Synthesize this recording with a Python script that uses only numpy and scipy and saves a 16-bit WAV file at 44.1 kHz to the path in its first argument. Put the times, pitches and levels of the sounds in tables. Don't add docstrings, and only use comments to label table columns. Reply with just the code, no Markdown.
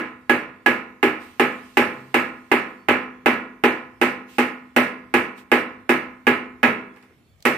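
import sys
import numpy as np
from scipy import signal
from scipy.io import wavfile
from scipy.ndimage import uniform_filter1d

SR = 44100
rng = np.random.default_rng(int(sys.argv[2]) if len(sys.argv) > 2 else 0)


def amp(db):
    return 10 ** (np.asarray(db, float) / 20)


def write(x):
    x = np.atleast_2d(x).T
    wavfile.write(sys.argv[1], SR, np.round(np.clip(x, -1, 1) * 32767).astype(np.int16))


N = 333837


def evened(x):
    return x / np.sqrt(np.mean(abs(x) ** 2) + 1e-20)


def read(points, hz):
    f, value = np.transpose(points)
    return np.interp(np.log(hz + 1), np.log(f + 1), value)


def add(mix, s, sound):
    at = round(s * SR)
    sound = sound[:, max(-at, 0):]
    part = mix[:, max(at, 0):][:, :sound.shape[1]]
    part += sound[:, :part.shape[1]]


# [f/Hz, share]
LIKENESS = [(30, .9), (70, 0.63), (140, 1), (290, 0.79), (640, 0.66), (1400, 0.1), (3100, 0.32),
            (6800, 0.028), (15000, 0.092)]
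# [f/Hz, level/dB]
LEFT_LEAN = [(60, 15), (120, -6.5), (240, 2.5), (480, 1), (950, -1), (1890, -7), (3770, -4.5), (7520, 1.5),
             (15000, -2)]


def pair(hz, left, other, same_share=1):
    same = np.clip(same_share * read(LIKENESS, hz), -1, 1)
    lean = amp(read(LEFT_LEAN, hz) / 2)
    late = np.exp(-2j * np.pi * hz * 2 / SR)
    right = same * left * late + np.sqrt(1 - same ** 2) * other
    return np.array([left * lean, right / lean])


def noise(points, length, same_share, t60=None, patchy_db=0.):
    hop, size = 64, 256
    frames, hz = length // hop + 5, np.fft.rfftfreq(size, 1 / SR)
    a, b, c, d, patches = rng.standard_normal((frames, 129, 5)).T
    patches = uniform_filter1d(patches, size=4, axis=0)
    patches = evened(uniform_filter1d(patches, size=30, axis=1))
    level_db = read(points, hz)[:, None] + patchy_db * patches
    z = pair(hz[:, None], a + 1j * b, c + 1j * d, same_share) * amp(level_db)
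    scale = np.sqrt(np.mean(abs(z) ** 2) / size) * 0.65
    if t60:
        z = z * amp(-60 * np.arange(frames) * hop / SR / read(t60, hz)[:, None])
    sound = signal.istft(z, nperseg=size, noverlap=size - hop, scaling="psd")[1]
    return sound[:, :length] / scale / 16


# [f/Hz, level/dB per Hz]
AIR_SPECTRUM = [(20, -48.5), (40, -25.5), (75, -5), (110, -5.5), (370, -17), (1500, -24.5), (3000, -27.5),
                (5000, -34.5), (11000, -38), (15000, -37.5), (15600, -80)]


def shed_air():
    frames, hz = N // 512 + 5, np.fft.rfftfreq(2048, 1 / SR)
    a, b, c, d, patches = rng.standard_normal((frames, 1025, 5)).T
    patches = uniform_filter1d(patches, size=10, axis=0)
    patches = evened(uniform_filter1d(patches, size=12, axis=1))
    level_db = read(AIR_SPECTRUM, hz)[:, None] + 2.6 * patches
    z = pair(hz[:, None], a + 1j * b, c + 1j * d) * amp(level_db)
    return amp(-60) * evened(signal.istft(z, nperseg=2048, noverlap=1536)[1][:, :N])


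# [t/s, length/s, f/Hz, wander/Hz, level/dB]
FAR_TONES = [
    (7.21, .15, 4450, 25, -77),
    (7.25, .12, 3480, 45, -75),
    (6.88, .08, 3380, 40, -70),
    (2.75, .13, 4470, 25, -72),
    (1.92, .24, 132, 3, -49),
    (2.6, 1.4, 50, 2, -68),
]


def far_tones():
    out = np.zeros((2, N))
    for start, length, hz, width, db in FAR_TONES:
        t = np.arange(round(length * SR)) / SR
        waver = evened(uniform_filter1d(rng.standard_normal(len(t)), size=900))
        tone = np.sin(2 * np.pi * np.cumsum(hz + width * waver) / SR)
        add(out, start, amp(db) * tone * signal.windows.tukey(len(t), .6) * np.ones((2, 1)))
    return out


# [f/Hz, level/dB per Hz]
SCRAPE_SPECTRUM = [(1200, -25), (2500, 1.5), (3500, -5), (6600, -11), (8600, -8.5), (10000, -15.5),
                   (14800, -12), (15500, -48.5)]
# [t/s, end t/s, level/dB, fall/dB]
CHISEL_SLIDES = [
    (1.171, 1.45, -47.5, 14),
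    (1.405, 1.855, -52, 4.5),
    (1.798, 2.217, -54, 7.5),
    (2.155, 2.906, -64.5, -2.5),
    (4.271, 4.394, -50.5, -0.5),
    (4.498, 4.75, -71, 3),
    (5.369, 5.448, -41.5, 25),
]
# [t/s, level/dB]
TIP_TOUCHES = [
    (6.9616, -54),
    (7.0267, -52),
    (7.4048, -50),
    (7.425, -38.5),
]


def chisel():
    out = np.zeros((2, N))
    for start, end, db, fall_db in CHISEL_SLIDES:
        n = round((end - start) * SR)
        shape = amp(db - fall_db * np.linspace(0, 1, n)) * signal.windows.tukey(n, .45)
        add(out, start, shape * noise(SCRAPE_SPECTRUM, n, .4, patchy_db=1.2))
    t = np.arange(4000) / SR
    tick_spectrum = [(700, -32.0), (1800, 3.0), (4500, 12), (16000, -5)]  # (Hz, dB per Hz)
    for s, db in TIP_TOUCHES:
        shape = np.exp(-t / 0.0018) + 0.13 * np.exp(-t / 0.017)
        add(out, s, amp(db) * shape * noise(tick_spectrum, len(t), 0.49))
    return out


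# [f/Hz, rise/s]
SWELL = [(100, 0.017), (300, 0.0025), (1000, 0.0016), (4000, .0006)]


def mode_rings(hz, t60, t):
    step = (2j * np.pi * hz - np.log(1000) / t60)[:, None, None]
    blocks = t.reshape(-1, 200)
    slow = np.exp(step * blocks[:, :1]).astype(np.complex64)
    quick = np.exp(step * blocks[:1]).astype(np.complex64)
    rings = (slow * quick).reshape(len(hz), -1)
    rings[:, :3000] *= 1 - np.exp(-t[:3000] / read(SWELL, hz)[:, None])
    return rings


# [f/Hz, level/dB per Hz]
PLATE_SPECTRUM = [(40, -39.5), (65, -22), (88, -10), (160, -8.5), (240, -8), (300, -2), (450, 0),
                  (700, -3.5), (1000, -1), (2000, -0.5), (2750, -5), (3200, -14), (4000, -19.5),
                  (5300, -30.5)]
# [f/Hz, t60/s]
PLATE_DECAY = [(70, 0.21), (200, 0.69), (500, 0.44), (1200, 0.47), (2500, 0.34), (5000, 0.27)]
# [f/Hz, share]
NEAR_BLOW = [(200, 0.073), (600, 0.1), (1200, 1), (2200, 0.31), (4500, 0.36)]


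def close_modes(blows, t, count=500):
    offset, damping, near_turn, far_turn, creep_rate, strength = rng.random((6, count))
    hz = 50 + (np.arange(count) + offset) * 10
    rings = mode_rings(hz, read(PLATE_DECAY, hz) * amp(7 * (damping - .5)), t)
    rings *= 1 + read(NEAR_BLOW, hz)[:, None] * np.exp(-t / 0.0054) + amp(-41 + 27 * t)
    s, blow_db = blows.T[:2, :, None]
    a, b, c, d = rng.standard_normal((len(blows), 4, count)).swapaxes(0, 1)
    creep = 0.23 * s * (1 + hz / 1500) * creep_rate
    near = np.exp(1j * (2 * np.pi * near_turn + creep)) + 0.42 * (a + 1j * b)
    far = np.exp(1j * (2 * np.pi * far_turn + creep)) + 0.19 * (c + 1j * d)
    size = evened(amp(read(PLATE_SPECTRUM, hz) + 7 * (strength - .5))) / np.sqrt(count)
    bright_db = (5 - 0.03 * s) * np.exp(-np.log(hz / 2400) ** 2 / 0.12)
    drive = pair(hz, near, far, 0.91) * size * amp(2.5 + bright_db) * amp(blow_db)
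    sound = (drive.astype(np.complex64) @ rings).imag.transpose(1, 0, 2)
    bends = 1 + .012 * rng.standard_normal(len(blows))
    return np.array([[np.interp(t * bend, t, side) for side in blow] for blow, bend in zip(sound, bends)])


# [f/Hz, level/dB, t60/s]
STRIP_BOOM = [(94, -24, .3), (150, -24, .45), (246, 1, .24), (228, -11, .5), (251, -10, .85),
              (242, -18, .7)]
# [f/Hz, level/dB, t60/s]
BELLY_MODES = [(353, 1, .22), (391, -2, .24), (450, -2, .18), (312, -9, .4)]
# [f/Hz, level/dB, t60/s]
CLANG_MODES = [(1674, -1.5, .2), (1663, -10, .25), (3650, -53, .7)]
# [f/Hz, level/dB, t60/s]
STEADY_MODES = [(533, -19, .2), (612, -13, .16), (717, -15, .14), (782, -16, .2), (830, -10, .22),
                (950, -15, .13), (1155, -16, .16), (1915, -13, .14), (2490, -15, .16), (3038, -22, .2)]
# [f/Hz, level/dB, t60/s]
RIM_MODES = [(438, -20, .5), (503, -19, .55), (580, -16, .4), (847, -21, .55), (1020, -21, .55),
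             (1248, -20, .55), (1301, -13, .45), (1312, -19, .5), (1423, -20, .5), (1678, -19, .5),
             (1790, -17, .35), (1967, -21, .5)]
# [t/s, level/dB]
CLANG_GRIP = [(.5, 6.5), (1.8, -5.5), (3.3, -17), (4.3, -12), (5, 1), (6.4, -0.5), (7.45, -9.5)]


def strong_modes(blows, t):
    hz, mode_db, t60 = np.array(STRIP_BOOM + BELLY_MODES + CLANG_MODES + STEADY_MODES + RIM_MODES).T
    s, blow_db, flex_db, _ = blows.T[:, :, None]
    groups = [(-4 + 0.23 * s, STRIP_BOOM),
              (flex_db + 5.0, BELLY_MODES),
              (np.interp(s, *np.transpose(CLANG_GRIP)), CLANG_MODES),
              (0 * s + 5.2, STEADY_MODES),
              (2.5 - 0.41 * s, RIM_MODES)]
    group_db = np.hstack([np.repeat(db, len(modes), axis=1) for db, modes in groups])
    place_db = 2.5 * rng.standard_normal(group_db.shape)
    phase, apart = rng.random((2, len(hz)))
    turn = np.exp(2j * np.pi * np.array([phase, phase + 0.1 * (2 * apart - 1)]))
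    sway = np.exp(.6j * s * rng.standard_normal(len(hz)))
    drive = pair(hz, turn[0], turn[1], 1.027)[:, None] * sway
    drive = drive * amp(group_db + mode_db + place_db) * amp(blow_db)
    return (drive.astype(np.complex64) @ mode_rings(hz, t60, t)).imag.transpose(1, 0, 2)


# [t/s, level/dB, flex/dB, glance/dB]
HAMMER_BLOWS = [(0.295, -18, -3, -23), (0.661, -17, -8, -23.5), (1.028, -17.5, 1, -24.5),
                (1.396, -17, -4, -23), (1.77, -15.5, -7, -21.5), (2.142, -16.5, -5.5, -22.5),
                (2.515, -16.5, -4, -23.5), (2.885, -15.5, -9.5, -26.5), (3.259, -15.5, -6.5, -25),
                (3.637, -16.5, -3, -24), (4.014, -17, -4, -22), (4.383, -18.5, -6, -21),
                (4.763, -15.5, -12, -20.5), (5.139, -17, -9.5, -22.5), (5.516, -15.5, -7.5, -23),
                (5.892, -17, -4.5, -22.5), (6.268, -16, -8, -25.5), (6.63, -15, -19, -26),
                (7.452, -16.5, -7, -19)]
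# [t/s, level/dB, flex/dB, glance/dB]
EARLIER_BLOW = [
    (-0.075, -19, -0.58, -24),
]
# [t/s, level/dB, flex/dB, glance/dB]
SHEET_NUDGES = [
    (6.962, -55, -6, -15),
    (7.025, -58, -6, -14),
    (7.099, -64, 4, -27),
]
# [f/Hz, level/dB per Hz]
HISS_SPECTRUM = [(2060, -26.5), (3500, -6.5), (5860, -5.5), (6340, -8.5), (7540, -6.5), (12300, -7.5),
                 (14600, -5.5), (15500, -29.5), (16400, -67)]
# [f/Hz, t60/s]
HISS_DECAY = [(4000, .4), (7000, .31), (11000, .28), (16000, .23)]


def hammering():
    blows, out = np.array(EARLIER_BLOW + HAMMER_BLOWS + SHEET_NUDGES), np.zeros((2, N))
    ring_t = np.arange(30000) / SR
    rings = close_modes(blows, ring_t) + strong_modes(blows, ring_t)
    t = np.arange(16000) / SR
    crack = (1 + 0.43 * np.exp(-t / 0.0014)) * (1 - np.exp(-t / 0.00027))
    for (s, blow_db, _, glance_db), ring in zip(blows, rings):
        add(out, s, ring)
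        hiss = noise(HISS_SPECTRUM, len(t), 0.53, HISS_DECAY)
        add(out, s, amp(blow_db + glance_db + 8.5) * crack * hiss)
    return out


def scene():
    return shed_air() + far_tones() + chisel() + hammering()


# [f/Hz, level/dB]
TREBLE_STEPS = [(3000, -6), (4000, 1), (5500, 6), (12000, 6.5), (15000, 7.5), (15400, 30)]


def coarse_treble(x, start=468, size=1024):
    k = np.arange(size) + .5
    basis = np.cos(np.pi / size * np.outer(np.arange(2 * size) + .5 + size / 2, k)) * np.sqrt(2 / size)
    basis *= signal.windows.kaiser_bessel_derived(2 * size, 4 * np.pi)[:, None]
    halves = x[:, start:start + (N - start) // size * size].reshape(2, -1, size)
    frames = np.concatenate([halves[:, :-1], halves[:, 1:]], axis=2)
    bands = (frames @ basis).reshape(2, -1, 64, 16)
    hz = (np.arange(64) + .5) * SR / 128
    level = np.sqrt((bands ** 2).mean(axis=3, keepdims=True)) + 1e-9
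    loud_db = 20 * np.log10(level.max(axis=2, keepdims=True))
    luck = evened(uniform_filter1d(rng.standard_normal(level.shape[1:]), size=2, axis=0))
    step = level * amp(read(TREBLE_STEPS, hz)[:, None] + 3.5 * luck + .08 * (loud_db + 30))
    error = np.sign(bands) * np.floor(abs(bands) / step + .4) * step - bands
    pieces = (frames ** 2).reshape(2, -1, 16, 128).sum(axis=(0, 3)) + 1e-9
    calm = (pieces[:, 1:] / pieces[:, :-1]).max(axis=1) < 30
    error = error * (hz > 3000)[:, None] * calm[:, None, None]
    error = error.reshape(2, -1, size) @ basis.T
    out = x.copy()
    length = error.shape[1] * size
    out[:, start:start + length] += error[:, :, :size].reshape(2, -1)
    out[:, start + size:start + size + length] += error[:, :, size:].reshape(2, -1)
    return out


def low_pass(x):
    return signal.sosfilt(signal.butter(12, 16510, fs=SR, output="sos"), x)


def record(dry):
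    held = 1.407 * np.tanh(dry / 1.338)
    edge = signal.firwin(255, 16400, window=("kaiser", 9), fs=SR)
    held = signal.oaconvolve(held, edge[None], "same")
    mix = coarse_treble(held)
    return low_pass(mix)


dry = scene()
out = record(dry)
write(out)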